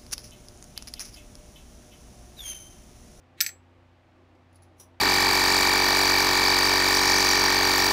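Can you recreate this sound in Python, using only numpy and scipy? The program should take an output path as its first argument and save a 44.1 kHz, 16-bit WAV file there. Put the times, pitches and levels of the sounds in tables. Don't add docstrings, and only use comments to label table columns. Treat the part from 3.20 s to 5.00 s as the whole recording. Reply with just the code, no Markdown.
import sys
import numpy as np
from scipy import signal
from scipy.fft import rfft, irfft, next_fast_len
from scipy.io import wavfile
from scipy.ndimage import map_coordinates

SR = 44100
rng = np.random.default_rng(int(sys.argv[2]) if len(sys.argv) > 2 else 0)


def magnitude_from_level(level_db):
    exponent = np.asarray(level_db, float) / 20
    return 10 ** exponent


def bounce(signal):
    frames = np.transpose(np.atleast_2d(signal))
    limited = np.clip(frames, -1, 1)
    pcm = np.round(limited * 32767).astype(np.int16)
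    wavfile.write(sys.argv[1], SR, pcm)


N = 79380


def squeeze():
    # f/Hz, width/Hz, level/dB
    yields = [(2000, 700, -0.5), (3900, 580, -2), (6500, 3000, -16.5)]
    start_s, rise_s, break_s, level_db = .169, .018, 0.2055, -56
    t = np.arange(N) / SR
    rise = np.clip((t - start_s) / rise_s, 0, 1) * (t < break_s)
    return rise * magnitude_from_level(level_db + 1.8 * wobble(250)) * resonant(yields)


def snip():
    # t/s, crack/dB, plastic knock/dB, handle ring/dB, jaw ring/dB
    contacts = [(0.2043, -43.5, -38, -60, -51), (0.2055, -12, -21.5, -42, -42),
                (0.2077, -23.5, -40.5, -60, -61), (.2102, -10, -30, -50.5, -21.5),
                (0.213, -16.5, -29, -24, -40), (0.2166, -21, -39.5, -40, -40),
                (.2225, -36, -31, -50.5, -49.5), (.2432, -32.5, -35, -40.5, -55.5),
                (0.2637, -17, -28, -32, -49.5), (0.2676, -30, -33, -49, -38.5),
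                (.2805, -47, -46, -48.5, -53), (.2915, -33, -39.5, -51, -61), (.3005, -53, -52, -59, -67)]
    # t/s, level/dB, t60/s
    shivers = [
        (0.205, -30, 0.037),
        (0.2116, -28.5, 0.048),
        (0.245, -42, 0.11),
        (.264, -38.5, .09),
    ]
    # f/Hz, level/dB, t60/s
    frame_modes = [(1314, -15, .03), (1382, -9, 0.0399), (1774, -1, .025), (1944, -7.5, .018),
                   (2215, -4, 0.022), (2345, -2.5, .02), (2510, -3, .02), (3320, -7, .012),
                   (3940, -3.5, .012), (4606, -0.5, 0.0065), (5300, -6.5, 0.0034), (7910, 2, .015)]
    # f/Hz, level/dB, t60/s
    arm_modes = [(4597, -11, 0.0847), (4755, -13.5, .07), (5750, -22, .05), (6147, 1.5, .085),
                 (6884, -21.5, .05), (7709, -8.5, 0.17), (7867, -7, 0.072), (7903, -5, .1),
                 (7984, -11.5, .05)]
    # f/Hz, level/dB, t60/s
    jaw_modes = [(8904, -26, .05), (10020, -26.5, .04), (11000, -3.5, 0.0551), (11000, -13, .04),
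                 (12658, -2, .075), (13563, 3.5, .075), (14100, -11.5, .04)]
    s, crack_db, knock_db, arm_db, jaw_db = np.transpose(contacts)
    plastic = cracks(s, crack_db, 0.0054) + cracks(*np.transpose(shivers))
    plastic = plastic + strikes(s, knock_db, frame_modes)
    steel = strikes(s, arm_db, arm_modes, 0.0011) + strikes(s, jaw_db, jaw_modes, 0.00068)
    return thin(squeeze() + plastic + steel)


def spring_ticks():
    # t/s, ring/dB, rustle/dB
    ticks = [
        (1.15, -99, -76),
        (1.312, -86, -88),
        (1.328, -65, -71.5),
        (1.345, -58, -78),
        (1.3562, -47.5, -67),
        (1.366, -66, -74),
        (1.421, -56.5, -65),
        (1.43, -53, -71),
        (1.443, -77, -74),
    ]
    # f/Hz, level/dB, t60/s
    spring_modes = [(4470, -16, .05), (7000, -24, .03), (9830, -7.5, 0.054), (9970, 0.5, 0.023),
                    (9980, -10.5, 0.067), (12490, -30, .04), (12900, -28, .03), (14600, -21, .04)]
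    # t/s, level/dB
    pivot_hits = [
        (1.423, -74),
        (1.43, -67),
    ]
    # f/Hz, level/dB, t60/s
    pivot_modes = [(5787, 2, 0.061), (11000, -8, .04), (14570, -6, .05)]
    s, ring_db, rustle_db = np.transpose(ticks)
    spring = strikes(s, ring_db, spring_modes, 0.0013)
    pivot = strikes(*np.transpose(pivot_hits), pivot_modes, .0012)
    return thin(spring + pivot + cracks(s, rustle_db, 0.078))


def closing_scrape():
    # t/s, level/dB, t60/s
    clicks = [
        (1.567, -77, .3),
        (1.580, -69, .2),
        (1.588, -71, 0.12),
        (1.598, -41, 0.036),
        (1.606, -49, .05),
        (1.612, -55, .06),
        (1.621, -56, 0.063),
        (1.630, -64, 0.15),
    ]
    # f/Hz, width/Hz, level/dB
    handle = [(2003, 1100, -22), (3600, 940, -17.5), (5150, 190, -8.5), (5600, 199, -5), (5910, 170, 0),
              (6880, 350, -12.5), (7750, 600, -20), (8400, 540, -11), (10030, 220, -1.5),
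              (11300, 500, -15.5), (12310, 300, -9), (13900, 900, -19), (15350, 180, -11)]
    return thin(bursts(*np.transpose(clicks), 0.0014) * resonant(handle))


def hand_on_mat():
    # f/Hz, width/Hz, level/dB
    mat = [(150, 40, 0), (352, 120, 2.5), (750, 400, -3.5), (1070, 120, -0.5)]
    s, level_db, t60_s, attack_s = 1.59, -53.5, .25, 0.011
    return bursts(s, level_db, t60_s, attack_s) * resonant(mat)


def strikes(times, levels_db, modes, attack_s=.0001):
    scatter_db = 1.5
    out, t = np.zeros(N + SR), np.arange(SR // 8) / SR
    hz, level_db, t60 = np.transpose(modes)[:, :, None]
    decay = magnitude_from_level(level_db - 60 * t / t60)
    rings = decay * np.sin(2 * np.pi * hz * t) * (1 - np.exp(-t / attack_s))
    chance = rng.standard_normal((len(times), len(modes), 2))
    for s, db, c in zip(times, levels_db, chance):
        strength = magnitude_from_level(scatter_db * c[:, 0]) * np.sign(c[:, 1])
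        out[round(s * SR):][:len(t)] += magnitude_from_level(db) * strength @ rings
    return out[:N]


def cracks(times, levels_db, t60):
    # f/Hz, level/dB
    spectrum = [(1350, -14.5), (1520, -25), (2300, -9), (2900, -18), (4700, -0.5), (9500, -14.5),
                (12500, -10.5), (16000, -21.5)]
    return bursts(times, levels_db, t60, .0001) * coloured_noise(spectrum)


def bursts(times, levels_db, t60s, attack_s):
    out, t = np.zeros(N + SR), np.arange(SR // 6) / SR
    for s, db, t60 in np.broadcast(times, levels_db, t60s):
        out[round(s * SR):][:len(t)] += magnitude_from_level(db - 60 * t / t60) * (1 - np.exp(-t / attack_s))
    return out[:N]


def thin(x):
    highpass = signal.cheby2(N=8, rs=45, Wn=1288 * .85, btype="high", fs=SR, output="sos")
    return signal.sosfilt(highpass, x)


def room(x):
    # f/Hz, t60/s
    reverb = [(1000, 0.23), (3000, .18), (6000, 0.13), (8000, .18), (15000, .13)]
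    delay_s = .004
    hz, t, z = signal.stft(rng.standard_normal(SR // 2), SR, nperseg=128)
    decay = magnitude_from_level(-60 * t / along(reverb, hz)[:, None])
    tail = signal.istft(z * decay, SR, nperseg=128)[1]
    late = np.pad(x, (round(delay_s * SR), 0))
    return signal.fftconvolve(late, tail / np.linalg.norm(tail))[:N]


def motor_hum():
    # f/Hz, rms level/dB
    lines = [(59, -75), (90, -60.5), (119.8, -73), (141.5, -76.5), (257.7, -68)]
    t, hum = np.arange(N) / SR, np.zeros(N)
    for hz, db in lines:
        level = np.sqrt(2) * magnitude_from_level(db + 1.6 * wobble(5.7))
        phase = .15 * wobble(2.5) + rng.uniform(0, 2 * np.pi)
        hum += level * np.sin(2 * np.pi * hz * t + phase)
    return hum


def duct_tone():
    # f/Hz, width/Hz, level/dB
    duct = [(315, 25, -2), (344.2, 27, -0.5), (387, 25, -7), (516, 4.2, -3), (620, 23, -7), (790, 28, -8),
            (906, 27, -13), (1150, 20, -12.5)]
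    # t/s, level/dB
    swell = [(0, -70.5), (.2, -64.5), (.45, -68.5), (.7, -69.5), (.9, -70.5), (.98, -62), (1.05, -66),
             (1.11, -67), (1.18, -63.5), (1.25, -70), (1.45, -65.5), (1.6, -64.5), (1.69, -64.5),
             (1.8, -69)]
    t = np.arange(N) / SR
    return magnitude_from_level(np.interp(t, *np.transpose(swell)) + 1.5) * resonant(duct)


def rushing_air():
    # f/Hz, density/dB
    rumble = [(15, -6.5), (40, 0), (170, 1.5), (215, -1.5), (245, 4.5), (290, -4), (430, -8), (480, 1),
              (700, -5.5), (910, -30), (1540, -120)]
    # f/Hz, density/dB
    hiss = [(410, -32), (700, -3), (900, -4.5), (1570, -10), (2120, -10.5), (2830, -14.5), (5000, -24),
            (10700, -39.5), (15800, -43)]
    return magnitude_from_level(-66) * coloured_noise(rumble) + magnitude_from_level(-66) * coloured_noise(hiss)


def unit(x):
    return x / np.sqrt(np.mean(x ** 2) + 1e-20)


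def along(points, hz):
    f, v = np.transpose(points)
    return np.interp(np.log(hz + 1), np.log(f + 1), v)


def filtered(x, response):
    m = next_fast_len(N + SR // 2)
    return irfft(rfft(x, m) * response(np.fft.rfftfreq(m, 1 / SR)), m)[..., :N]


def coloured_noise(spectrum):
    return unit(filtered(rng.standard_normal(N), lambda hz: magnitude_from_level(along(spectrum, hz))))


def resonant(peaks):
    def body(f):
        total = 0
        for k, (centre, width, db) in enumerate(peaks):
            damping = 1j * f * width
            total = total + (-1) ** k * magnitude_from_level(db) * damping / (centre * centre - f * f + damping)
        return total
    return unit(filtered(rng.standard_normal(N), body))


def wobble(rate):
    knots = rng.standard_normal(int(N * rate / SR) + 4)
    return map_coordinates(knots, [np.arange(N) * rate / SR])


def scene():
    room_db, side_db = -12.5, -44
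    tool = snip() + spring_ticks() + closing_scrape() + hand_on_mat()
    fan = motor_hum() + duct_tone() + rushing_air()
    mono = tool + magnitude_from_level(room_db) * room(tool) + fan
    return mono * (1 + magnitude_from_level(side_db) * wobble(900) * np.array([[1], [-1]]))


def top_cut(x):
    return signal.sosfilt(signal.butter(12, 16370, fs=SR, output="sos"), x)


def record(dry):
    mix = filtered(dry, lambda hz: (1 - np.tanh((hz - 15720) / 25)) / 2)
    return top_cut(mix)


dry = scene()
out = record(dry)
bounce(out)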